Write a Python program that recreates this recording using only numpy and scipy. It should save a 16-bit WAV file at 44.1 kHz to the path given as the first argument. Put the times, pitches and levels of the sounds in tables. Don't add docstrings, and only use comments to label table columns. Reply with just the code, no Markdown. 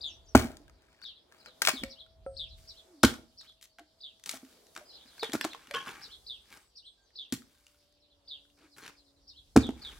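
import sys
import numpy as np
from scipy import signal
from scipy.fft import rfft, irfft, next_fast_len
from scipy.io import wavfile
from scipy.ndimage import uniform_filter1d

SR = 44100
rng = np.random.default_rng(int(sys.argv[2]) if len(sys.argv) > 2 else 0)


def to_linear_factor(level_db):
    exponent = np.asarray(level_db, float) / 20
    return 10 ** exponent


def to_wav(sig):
    pcm = np.clip(np.atleast_2d(sig), -1, 1) * 32767
    pcm = np.round(pcm).astype(np.int16)
    wavfile.write(sys.argv[1], SR, pcm.T)


N = 440559
TIME_S = np.arange(N) / SR
SLOW_S = TIME_S[::16]

# (frequency [Hz], density [dB per Hz])
AIR_SPECTRUM = [(100, -7.5), (250, 1), (700, -0.5), (1400, -26), (2400, -40), (6000, -25), (10000, -31),
                (16000, -44.5)]
# (time [s], level [dB])
STIR_LEVEL = [(0.0, -76), (0.97, -90.5), (1.42, -88), (1.81, -70), (2.1, -87), (2.55, -76), (2.58, -72.5),
              (3.76, -80.5), (4.3, -75.5), (4.55, -73.5), (5.29, -68.5), (6.4, -76), (6.95, -84),
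              (7.6, -85), (8.24, -86.5), (8.82, -81), (9.63, -80), (9.77, -82), (9.99, -73.5)]
# (top [s], level [dB], time to fall 20 dB [s])
GUSTS = [(.08, -69.5, 1), (.699, -65.5, 0.1), (1.84, -55, 0.07), (2.44, -58.5, 0.37), (5.85, -64, 0),
         (6.13, -73, 0.44), (9.94, -68, 0.72)]
# (time [s], wingbeat [Hz], partial 1 [dB], partial 2 [dB])
FLY = [(7.2, 290.5, -90, -94.5), (7.8, 293, -84.5, -79.5), (8.3, 285, -81.5, -80), (8.7, 286.7, -73, -86),
       (9.2, 281.6, -76.5, -82.5), (9.5, 283.7, -83.5, -92)]
# (time [s], wingbeat [Hz], partial 1 [dB])
BEE_PASSES = [
    [(0, 661, -74), (.34, 649.5, -76), (1.1, 651, -83)],
    [(1.3, 650, -78), (2.2, 652.5, -69.5), (3.4, 645, -80.5), (4.9, 655, -82.5)],
]
# (time [s], pitch [Hz], level [dB])
WHISTLES = [
    [(.055, 7635, -62), (.085, 6426, -61), (.125, 5330, -63), (.15, 6060, -65), (.18, 5650, -82)],
    [(.24, 6175, -84.5), (.257, 7200, -73.5), (.272, 4555, -69), (.29, 6100, -60.5), (.33, 5114, -72.5)],
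    [(.085, 6100, -72), (.1, 6900, -68), (.12, 6300, -74)],
    [(7.01, 7900, -84), (7.04, 6300, -81), (7.1, 5350, -82)],
    [(7.195, 7700, -83), (7.225, 6300, -82), (7.285, 5400, -85)],
]
# (start [s], length [s], start pitch [Hz], end
# pitch [Hz], level [dB])
SEEPS = [(2.257, .19, 8700, 7800, -72), (3.69, .05, 4700, 4300, -75), (4.85, .04, 4900, 4900, -64),
         (6.268, .18, 8800, 8050, -77), (6.52, .19, 8400, 7840, -76), (6.765, .05, 8700, 8500, -76),
         (6.84, .1, 8450, 8120, -76), (6.972, .09, 1600, 1566, -80), (6.977, .11, 4550, 4500, -81.5),
         (8.815, .016, 4250, 4300, -59)]

# (share of length [0-1], pitch [Hz], level [dB])
CHEEP = [(0, 3502, -14), (.055, 3878, -10), (.07, 4415, -2), (.115, 5004, -3.5), (.27, 3959, -4.5),
         (.3, 3820, 4.5), (.68, 3425, -4), (.74, 3220, -14), (1, 2788, -22)]
CHIP = [(0, 4400, -9), (.15, 4880, 2), (.31, 5706, 1), (.45, 4700, 6.5), (.6, 4050, 2.5), (1, 3500, -12)]
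CHUP = [(0, 2850, -15), (.25, 3100, -8), (.4, 3300, -4), (.52, 4280, 2.5), (.66, 3500, 3.5),
        (.9, 3360, -6.5), (1, 3200, -14)]
HOOK = [(0, 4025, -8), (.15, 4930, -0.5), (.3, 5094, 1.5), (.5, 4246, 3), (.7, 3980, 0), (1, 3900, -9.5)]
STROKE = [(0, 2830, -3.5), (.6, 3907, -1.5), (.75, 3700, -3), (1, 3150, -5.5)]
LEAD_IN = [(0, 4300, -6), (.5, 4700, -1), (1, 5700, -4.5)]
# (time [s], level [dB])
CHEEPS = [(.004, -36), (1.016, -43), (1.733, -42.5), (2.36, -37.5), (3.023, -42), (4.0, -43.5),
          (5.186, -38), (6.259, -39), (7.15, -40.5), (8.272, -41), (9.595, -41), (9.81, -41.5)]
FAR_CHEEPS = [(1.047, -53), (2.475, -58.5), (1.44, -66), (4.629, -74), (4.9, -59), (5.04, -66), (6.1, -64),
              (7.99, -70), (9.03, -71.5), (9.13, -76.5)]
CHIPS = [(1.889, -50), (2.669, -48.5), (3.369, -50), (5.4, -47), (6.012, -47), (6.749, -51), (9.268, -51.5)]
CHUPS = [(1.119, -58.5), (1.954, -48), (2.734, -53), (3.439, -53.5), (5.469, -48.5), (6.08, -47),
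         (6.821, -49.5), (8.069, -67), (9.33, -53)]
HOOKS = [(1.386, -60), (1.444, -54), (4.878, -52), (4.93, -50.5), (5.062, -59), (8.712, -61),
         (8.965, -60.5)]
STROKES = [(1.478, -59), (1.507, -61.5), (1.535, -67), (1.556, -66), (4.918, -56), (4.95, -63.5),
           (4.974, -54), (5.002, -52), (5.09, -62), (5.112, -59.5), (5.14, -59)]
LEAD_S, LEAD_DB = .021, -21.5
# (syllable, starts, length [s], pitch factor, distance [0-1], trill [Hz], trill swing [Hz], trill depth)
CHOIR = [(CHEEP, CHEEPS, .125, 1., .36, 128, 250, .65),
         (LEAD_IN, [(s - LEAD_S, db + LEAD_DB) for s, db in CHEEPS[1:]], .022, 1., .5, 150, 60, .2),
         (CHEEP, FAR_CHEEPS, .1, 1.1, .97, 140, 300, .4), (CHIP, CHIPS, .055, 1., .64, 150, 150, .4),
         (CHUP, CHUPS, .083, 1., .52, 140, 100, .4), (STROKE, STROKES, .036, 1., .6, 150, 30, .2),
         (HOOK, HOOKS, .042, 1., .62, 150, 35, .2)]

# (top [s], level [dB], time to fall 20 dB [s], start pitch [Hz], end pitch [Hz])
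SWING = (2.96, -57, .115, 360, 282)
# (time [s], grit [dB], fine grit
# re grit [dB], 60 dB fade [s])
RIPS = [(0.351, -28.5, -7.5, 0.29), (1.618, -40.5, -2, 0.1652), (1.649, -48, 5.5, 0.3766),
        (1.684, -31, 0, 0.0461), (1.69, -38, -16, 0.0656), (2.57, -75.5, 8, 1.7), (3.038, -38, -0.5, 0.26),
        (4.757, -51.5, -10, 0.23), (5.23, -36.5, -18, 0.1), (5.331, -34, -3, 0.09),
        (5.444, -38.5, -17, 0.1), (5.737, -35, -41, 0.1628), (5.801, -56, -23, 0.49),
        (5.864, -50, -29, 0.4), (7.33, -43, 8, 0.073), (9.564, -23.5, -15, 0.0224), (9.58, -43, -7, 0.04)]
# (top [s], grit [dB], fine grit re grit [dB], time to fall 20 dB [s])
DRAGS = [(0.939, -71.5, -19, 0.26), (1.04, -58.5, -10.5, 0.01), (1.38, -67.5, -8, 0.1),
         (1.472, -58.5, -18, -0.03), (3.45, -65, -5.5, -0.03), (3.795, -51.5, -17.5, -0.0068),
         (4.471, -71.5, 2, 0.21), (5.15, -70, -12, -0.27), (5.67, -63.5, -19, 0.5), (5.89, -56, -10, .05),
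         (6.02, -63, -8.5, .13), (6.549, -66.5, -2.5, .14), (7.6, -78.5, 5, 0.4), (8.899, -65.5, -19, .08),
         (9.89, -58, -10.5, 0.17)]
# (start [s], end [s], grit [dB], fine grit re grit [dB])
SCUFFS = [(3.613, 3.66, -78, 19), (4.255, 4.378, -56, 3), (6.504, 6.583, -65, -8.5),
          (8.569, 8.687, -69, -26), (8.761, 8.818, -58, -4), (8.816, 8.873, -52.5, -17),
          (8.868, 8.905, -56.5, -9)]
# (centre [Hz], width [Hz], level [dB])
PEBBLES = [(805, 120, -2.5), (1240, 310, 3), (1600, 340, 3), (2300, 200, -0.5), (3200, 2700, 3.5)]
# (time [s], peak [dB], splinter pitch [Hz])
SNAPS = [(.3535, -19.5, 1470), (.458, -52, 1320), (.6801, -54, 1600), (.6968, -54.5, 1263),
         (1.316, -59, 1590), (1.3225, -50.5, 1710), (1.346, -55.5, 1600), (1.619, -20.5, 1555),
         (1.6845, -18.5, 1150), (1.691, -22, 2020), (1.702, -31, 2580), (1.713, -38, 2300),
         (1.8355, -32, 2260), (3.0462, -21.5, 1450), (3.049, -21.5, 4000), (3.1394, -43, 1380),
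         (3.432, -55, 1300), (3.495, -57, 1303), (4.7635, -38, 1510), (4.776, -41.5, 1300),
         (5.181, -47, 1540), (5.196, -49, 2230), (5.255, -47, 1500), (5.32, -41.5, 3340),
         (5.353, -33, 1320), (5.36, -40, 1400), (5.448, -29, 1090), (5.634, -62, 2790), (5.644, -56, 3030),
         (5.953, -56, 2735), (6.016, -50, 1510), (6.456, -61, 1730), (6.503, -52, 2790),
         (6.5261, -47, 2297), (7.105, -65, 1813), (7.42, -53, 1300), (7.6669, -52.5, 2813),
         (7.745, -62.5, 1400), (8.452, -65, 1504), (8.7643, -53.5, 1730), (8.7821, -43.5, 1400),
         (8.825, -56, 1690), (8.838, -51, 1499), (8.862, -44, 2310), (8.8782, -41.5, 1720),
         (8.905, -56, 2700), (9.5625, -20.5, 1354), (9.5734, -26, 1320), (9.668, -44, 1150),
         (9.706, -45, 951)]
# (time [s], peak [dB], splinter pitch [Hz])
CLACKS = [(0.35, -24, 1090), (1.0163, -56, 1467), (1.4596, -52, 1467), (1.6503, -32, 2580),
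          (1.6723, -26, 2300), (2.0634, -66, 1390), (3.036, -22, 1380), (3.785, -53.5, 1580),
          (5.231, -35.5, 844), (5.2974, -51, 1800), (5.4109, -34, 1770), (5.443, -38, 1680),
          (5.5329, -51, 2680), (5.5474, -46.5, 1080), (5.6714, -55.5, 2830), (5.7107, -45, 2300),
          (5.7405, -56, 1610), (8.5, -70.5, 2800), (9.6907, -45.5, 890)]
# (time [s], peak [dB])
TICKS = [(.517, -46.5), (0.569, -42), (.617, -58), (.821, -56), (1.6186, -20), (1.6204, -31), (1.662, -26),
         (1.72, -49), (1.847, -44.5), (3.032, -15.5), (3.4117, -45.5), (3.523, -56.5), (3.612, -47),
         (3.6265, -41.5), (3.64, -46), (3.655, -47), (4.197, -50), (4.2377, -39), (4.2596, -30),
         (4.274, -39), (4.2925, -24), (4.3115, -29), (4.325, -40), (4.342, -39), (4.372, -42.5),
         (4.449, -50), (4.6676, -50), (4.751, -44), (4.7622, -40.5), (4.775, -41), (4.894, -60),
         (5.3332, -26.5), (6.082, -50.5), (6.572, -45.5), (7.3008, -58.5), (7.3234, -25), (7.339, -35),
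         (7.365, -42), (7.55, -58), (7.6, -60), (7.681, -55), (7.7, -61.5), (7.925, -60)]
# (time [s], peak [dB], high modes re low [dB])
CHINKS = [(5.74, -37, 6), (5.745, -36, 0), (5.755, -35.5, 2.5), (5.767, -35, -2), (5.78, -36, -8),
          (5.803, -42, 0.5), (5.825, -54, 0), (5.86, -48, -14), (5.869, -44.5, -8), (5.878, -46, 6),
          (5.904, -53.5, 0)]
# (frequency [Hz], level [dB], ring time [s])
AXE_HEAD_MODES = [(1128, 1, 0.063), (1504, 1, 0.046), (1690, 0, 0.051), (2130, -10, .045),
                  (2675, -3, 0.048), (3030, -4, .09), (3370, -4, .06), (5670, -27, 0.22)]
# (time [s], peak [dB])
TOCKS = [
    (1.839, -42),
    (2.264, -34),
]
# (frequency [Hz], level [dB], ring time [s])
HALF_LOG_MODES = [(541, 1, 0.23), (640, -35, 0.34), (724, -13.5, 0.16), (1320, -12.5, 0.083)]
# (time [s], peak [dB], frequency [Hz])
THUDS = [
    (0.349, -9.5, 84),
    (3.039, -16.5, 77),
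    (5.34, -41, 93),
    (7.325, -32.5, 135),
    (9.566, -11.5, 85.6),
]
# (time [s], peak [dB], upper modes re low [dB], ring time [s])
BLOCK_KNOCKS = [(0.3524, -0.5, 8, 0.056), (0.4483, -19.5, -21, 0.044), (1.736, -32.5, -29, .1),
                (1.817, -40, -20, 0.079), (1.835, -24.5, 3.5, 0.04), (3.0451, -4.5, -7, 0.055),
                (4.338, -45, 14.5, 0.12), (4.431, -43.5, -4, 0.12), (5.055, -52.5, -15.5, 0.061),
                (5.293, -38, -10, 0.055), (5.351, -20.5, 9, 0.043), (5.41, -38, 2, .046),
                (5.682, -52, -10, 0.064), (5.871, -40.5, 3, 0.059), (7.326, -18, -10, 0.053),
                (9.5723, -0.5, -12, 0.058), (9.69, -20, -3.5, .07)]
# (time [s], peak [dB], upper modes re low [dB], lowest mode [Hz])
LOG_KNOCKS = [(0.3504, -5.5, 7, 367), (.601, -52, -13, 292), (1.473, -57, 7, 502), (1.684, -37, 25.5, 614),
              (3.0366, -5.5, 8.5, 286), (3.787, -50, -8, 685), (3.804, -53.5, 7, 304),
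              (4.775, -56, 13.5, 349), (4.809, -49.5, -22, 594), (5.229, -25, 1, 452),
              (5.339, -20.5, 4.5, 314), (5.449, -23, 10.5, 316), (5.545, -55, -6, 463),
              (5.709, -38.5, -3, 565), (5.745, -31, -18, 471), (8.609, -62, 0, 300), (8.627, -57, -6, 313),
              (9.5588, -15.5, -10, 324), (9.5633, 2, 4, 326)]
BLOCK_HZ = 260.5

MOVE_S = 2.565
SPARROW_PLACES = [(0, 8), (2, .6)]
TEAR_PLACES = [(5.5, 4), (-1, 1.5)]
TICK_PLACES = [(5.5, 4.5), (-1, 4)]
CLACK_PLACES = [(5.5, 4.5), (-0.7, 0.5)]
DULL_PLACES = [(4, -.6), (-2, -.8)]


def band(x, lo_hz, hi_hz, order=2):
    return signal.sosfilt(signal.butter(order, [lo_hz, min(hi_hz, .45 * SR)], "band", fs=SR, output="sos"), x)


def unit(x):
    return x / np.sqrt(np.mean(x ** 2))


def add(track, start_s, sound):
    i = max(int(start_s * SR), 0)
    track[i:i + len(sound)] += sound[:N - i]


def walk(rate_hz):
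    k = int(SR / rate_hz)
    steps = np.repeat(rng.standard_normal(N // k + 1), k)[:N]
    return unit(uniform_filter1d(uniform_filter1d(steps, k), k))


def swell(top_s, db, width_s):
    return to_linear_factor(db - 20 * np.abs((SLOW_S - top_s) / width_s) ** 2.3)


def fade(start_s, db, t60_s, rise_s):
    t = np.maximum(SLOW_S - start_s, 0)
    return to_linear_factor(db - 60 * t / t60_s) * (1 - np.exp(-t / rise_s))


def hold(start_s, end_s, db):
    return to_linear_factor(db) * np.clip(np.minimum((SLOW_S - start_s) / 0.011, (end_s - SLOW_S) / 0.0075), 0, 1)


def full(envelope):
    return np.interp(TIME_S, SLOW_S, envelope)


def ring(hz, t60_s, rise_s, phase=0.):
    t = TIME_S[:SR // 2]
    envelope = (1 - np.exp(-t / rise_s)) * np.exp(-np.log(1000) * t / t60_s)
    return envelope * np.sin(2 * np.pi * (hz * t + phase))


def ports(x, lag_samples, pan_db):
    size = next_fast_len(len(x))
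    turn = np.exp(-1j * np.pi * np.fft.rfftfreq(size) * lag_samples * np.array([[-1], [1]]))
    return irfft(rfft(x, size) * turn, size)[:, :len(x)] * to_linear_factor(np.array([[pan_db], [-pan_db]]) / 2)


def placed(x, places):
    i = int(MOVE_S * SR)
    return np.hstack([ports(x[:i], *places[0]), ports(x[i:], *places[1])])


def echoes(x, t60_s, gap_s, likeness):
    t = TIME_S[:SR // 2]
    common, left, right = rng.standard_normal((3, len(t)))
    shape = np.exp(-np.log(1000) * t / t60_s) * (1 - np.exp(-t / gap_s))
    lumps = np.repeat(rng.standard_normal(len(t) // 150 + 1), 150)[:len(t)]
    shape *= to_linear_factor(2.5 * lumps)
    out = []
    for own in (left, right):
        tail = shape * (likeness * common + np.sqrt(1 - likeness ** 2) * own)
        out.append(signal.fftconvolve(x, tail / np.sqrt(np.sum(tail ** 2)))[:N])
    return np.array(out)


def stir_db():
    still_db = -79.5
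    return np.interp(TIME_S, *np.transpose(STIR_LEVEL)) - still_db


def breeze():
    calm_db, shake_db, shake_t60_s, shake_rise_s = -79.5, -35.5, 0.54, 0.013
    blowing = to_linear_factor(calm_db) + sum(swell(*gust) for gust in GUSTS)
    blowing += sum(fade(s, db + shake_db, shake_t60_s, shake_rise_s) for s, db, _ in THUDS)
    rumble = unit(band(rng.standard_normal((3, N)), 33.0, 78.0))
    return full(blowing) * to_linear_factor(2.0 + 2.0 * walk(3.3)) * (rumble[0] + 0.4 * rumble[1:])


def yard():
    murmur_db = -69 + .18 * stir_db() - .7 * TIME_S
    leaves_db = -76.5 + stir_db()
    air_hz, air_db = np.transpose(AIR_SPECTRUM)
    low, high, lull = 0, 0, walk(4)
    for hz in 110 * 2 ** np.arange(0, 7.3, .5):
        mid, side = band(rng.standard_normal((2, N)), hz / 1.25, hz * 1.25, order=1)
        db = np.interp(np.log(hz), np.log(air_hz), air_db)
        db = db + 2.6 * walk(7) + 2.2 * walk(2.5) + 2.4 * lull
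        width = min(hz / 790.0, 1)
        layer = to_linear_factor(db) * (mid + width * side * np.array([[1], [-1]]))
        treble = np.clip(np.log2(hz / 2100.) / 1.2, 0, 1)
        low = low + (1 - treble) * layer
        high = high + treble * layer
    return breeze() + to_linear_factor(murmur_db) * unit(low) + to_linear_factor(leaves_db + 0.5) * unit(high)


def flock():
    out, t = np.zeros(N), TIME_S[:SR // 16]
    for when, top, fall, size in rng.random((900, 4)):
        glide_hz = 3500. + 2300. * top - (430.0 + 770.0 * fall) * t / t[-1]
        hz = glide_hz + 570.0 * np.cos(2 * np.pi * 190.0 * t)
        chirp = np.hanning(len(t)) * np.sin(2 * np.pi * np.cumsum(hz) / SR)
        add(out, when * N / SR, to_linear_factor(6.0 * size) * chirp)
    return to_linear_factor(-75.5 + 0.24 * stir_db()) * unit(echoes(out, 0.13, 0.054, 0.38))


def lines(tables, wobble, rate_hz):
    out, shake = np.zeros(N), walk(rate_hz)
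    for table in tables:
        s, hz, *levels = np.transpose(table)
        span = slice(max(int(s[0] * SR), 0), int(s[-1] * SR))
        t = TIME_S[span]
        phase = 2 * np.pi * np.cumsum(np.interp(t, s, hz) * (1 + wobble * shake[span])) / SR
        on = np.clip(np.minimum(t - s[0], s[-1] - t) / .008, 0, 1)
        for partial, db in enumerate(levels, 1):
            out[span] += on * np.sqrt(2) * to_linear_factor(np.interp(t, s, db)) * np.sin(partial * phase)
    return out


def insects():
    return ports(lines([FLY] + BEE_PASSES, 0.0079, 25), 3.0, 1.5)


def whistler():
    seeps = []
    for s, length_s, hz, end_hz, db in SEEPS:
        seeps.append([(s, hz, db), (s + length_s, end_hz, db - 5)])
    whistle = lines(WHISTLES + seeps, 0.0077, 300)
    return ports(whistle, 1.3, 2.8) + to_linear_factor(-3.5) * echoes(whistle, 0.12, 0.0036, .2)


def sparrows():
    near, far = np.zeros(N), np.zeros(N)
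    for shape, starts, length_s, pitch, distance, trill_hz, swing_hz, depth in CHOIR:
        share, hz, db = np.transpose(shape)
        t = TIME_S[:int(length_s * SR)]
        glide_hz = pitch * np.interp(t / length_s, share, hz)
        for s, level_db in starts:
            rate_hz = trill_hz * (.85 + .3 * rng.random())
            trill = 2 * np.pi * (rate_hz * t * (1 + .7 * t) + rng.random())
            waver = np.cos(trill) + 2 * uniform_filter1d(rng.standard_normal(len(t)), size=60)
            phase = 2 * np.pi * np.cumsum(glide_hz + swing_hz * waver) / SR
            tone = np.sin(phase) + .01 * np.sin(2 * phase) + .012 * np.sin(3 * phase)
            loudness = to_linear_factor(level_db + np.interp(t / length_s, share, db)) * (1 + depth * np.sin(trill - 1))
            call = loudness * tone * signal.windows.tukey(len(t), .12)
            add(near, s, call * (1 - distance))
            add(far, s, call * distance)
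    hedge = 1.45 * echoes(far, .13, .002, .35)
    return placed(near, SPARROW_PLACES) + hedge + to_linear_factor(-13) * echoes(near + far, 0.36, 0.026, 0.18)


def swing():
    top_s, db, width_s, start_hz, end_hz = SWING
    hz = np.interp(TIME_S, [top_s - width_s / 3, top_s + width_s / 10], [start_hz, end_hz])
    tone = np.sin(2 * np.pi * np.cumsum(hz) / SR)
    return full(swell(top_s, db, width_s)) * tone * (1 + .25 * walk(120.))


def tears():
    shape = (len(PEBBLES) + 1, N)
    sizes = to_linear_factor(np.minimum(4.0 * rng.exponential(size=shape), 13)) * (rng.random(shape) < .016)
    grit = signal.lfilter([1], [1, -.97], sizes) * rng.standard_normal(shape)
    coarse = 0
    for clicks, (hz, width_hz, db) in zip(grit, PEBBLES):
        coarse = coarse + to_linear_factor(db) * unit(band(clicks, hz - width_hz / 2, hz + width_hz / 2, order=1))
    coarse = unit(coarse) + to_linear_factor(-8) * unit(band(grit[0] + grit[1], 120., 650.))
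    fine = unit(band(grit.sum(axis=0), 1900.0, 16000.0))
    moves = [(fade(s, db, t60_s, 0.0019), fine_db) for s, db, fine_db, t60_s in RIPS]
    moves += [(swell(s, db, width_s), fine_db) for s, db, fine_db, width_s in DRAGS]
    moves += [(hold(start_s, end_s, db), fine_db) for start_s, end_s, db, fine_db in SCUFFS]
    coarse_level = full(sum(move for move, _ in moves))
    fine_level = full(sum(move * to_linear_factor(fine_db) for move, fine_db in moves))
    return coarse * coarse_level + fine * fine_level


def chinks():
    out = np.zeros(N)
    for s, db, high_db in CHINKS:
        for hz, mode_db, t60_s in AXE_HEAD_MODES:
            level_chance, pitch_chance = rng.standard_normal(2)
            level_db = db + mode_db + 2.6 * level_chance + high_db * (hz > 2500)
            add(out, s, to_linear_factor(level_db) * ring(hz * (1 + 0.0254 * pitch_chance), t60_s, 0.00092))
    return out


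def snaps():
    fine, coarse, t = np.zeros(N), np.zeros(N), TIME_S[:SR // 10]
    snap_ring_db, clack_ring_db, tick_ring_db, tick_hz = 4, 14.5, -10.5, 1940
    rows = [(s, db, snap_ring_db, hz) for s, db, hz in SNAPS]
    rows += [(s, db, clack_ring_db, hz) for s, db, hz in CLACKS]
    rows += [(s, db, tick_ring_db, tick_hz) for s, db in TICKS]
    for s, db, ring_db, hz in rows:
        length_s = .002 * to_linear_factor(.25 * (db + 40))
        envelope = np.exp(-t / length_s) * (1 - np.exp(-t / 0.0004))
        burst = rng.standard_normal((2, len(t))) * envelope
        add(fine, s, to_linear_factor(db) * burst[0])
        splinter = 2.2 * band(burst[1], .62 * hz, 1.7 * hz, order=1) + .6 * ring(hz, .021, .0004)[:len(t)]
        add(coarse, s, to_linear_factor(db + ring_db) * splinter)
    return 1.6 * band(fine, 2900., 7900.0, order=1), coarse


def struck_wood(hz, t60_s, upper_db):
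    phase, t60_s = rng.random(5), max(t60_s, .02)
    low = 2.1 * ring(1.01 * hz, .9 * t60_s, 0.004)
    low += 1.0 * ring(1.19 * hz, 0.7 * t60_s, 0.003, 0.12 * phase[0])
    low += 0.44 * ring(1.62 * hz, 0.55 * t60_s, 0.0016, phase[1])
    if hz == BLOCK_HZ:
        low += 0.26 * ring(.92 * hz, 4.2 * t60_s, 0.0069)
    upper = ring(640. + 40 * phase[2], 0.35 * t60_s, 0.00065)
    upper += 0.4 * ring(790., 0.52 * t60_s, 0.0016, phase[3])
    upper += 0.49 * ring(1330., 0.25 * t60_s, 0.001, phase[4])
    return 0.64 * low + 0.36 * to_linear_factor(upper_db) * upper


def knocks():
    out = np.zeros(N)
    for s, db, upper_db, t60_s in BLOCK_KNOCKS:
        add(out, s - .001, to_linear_factor(db) * struck_wood(BLOCK_HZ, t60_s, upper_db))
    for s, db, upper_db, hz in LOG_KNOCKS:
        t60_s = .029 * to_linear_factor(-0.28 * db)
        add(out, s - .001, to_linear_factor(db) * struck_wood(hz, t60_s, upper_db))
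    for s, db in TOCKS:
        for hz, mode_db, t60_s in HALF_LOG_MODES:
            add(out, s, to_linear_factor(db + mode_db) * ring(hz, t60_s, 0.00014))
    for s, db, hz in THUDS:
        add(out, s, to_linear_factor(db) * (ring(.88 * hz, 0.1, .008) + 0.54 * ring(1.3 * hz, 0.13, 0.0044)))
    return out


def chopping():
    tick, clack = snaps()
    clack = clack + chinks()
    tear, dull = tears(), knocks() + swing()
    wood = placed(tick, TICK_PLACES) + placed(clack, CLACK_PLACES)
    wood += placed(tear, TEAR_PLACES) + placed(dull, DULL_PLACES)
    bright = band(tick + clack + tear, 250., 12000., order=1)
    returns = to_linear_factor(-10) * echoes(bright, .26, .002, .2)
    returns *= to_linear_factor(2.5 * (TIME_S > MOVE_S))
    returns += to_linear_factor(-16.0) * echoes(dull, 0.4, 0.0083, .85)
    return wood + returns


def scene():
    return yard() + flock() + insects() + whistler() + sparrows() + chopping()


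def band_limit(x):
    return signal.sosfilt(signal.butter(12, 16970, fs=SR, output="sos"), x)


def record(dry):
    bass_cut = signal.butter(2, 42, "high", fs=SR, output="sos")
    top_cut = signal.ellip(8, .2, 60, 15900, fs=SR, output="sos")
    rounded = np.tanh(0.99 * signal.sosfilt(bass_cut, dry)) / 0.89
    return band_limit(signal.sosfilt(top_cut, rounded))


dry = scene()
out = record(dry)
to_wav(out)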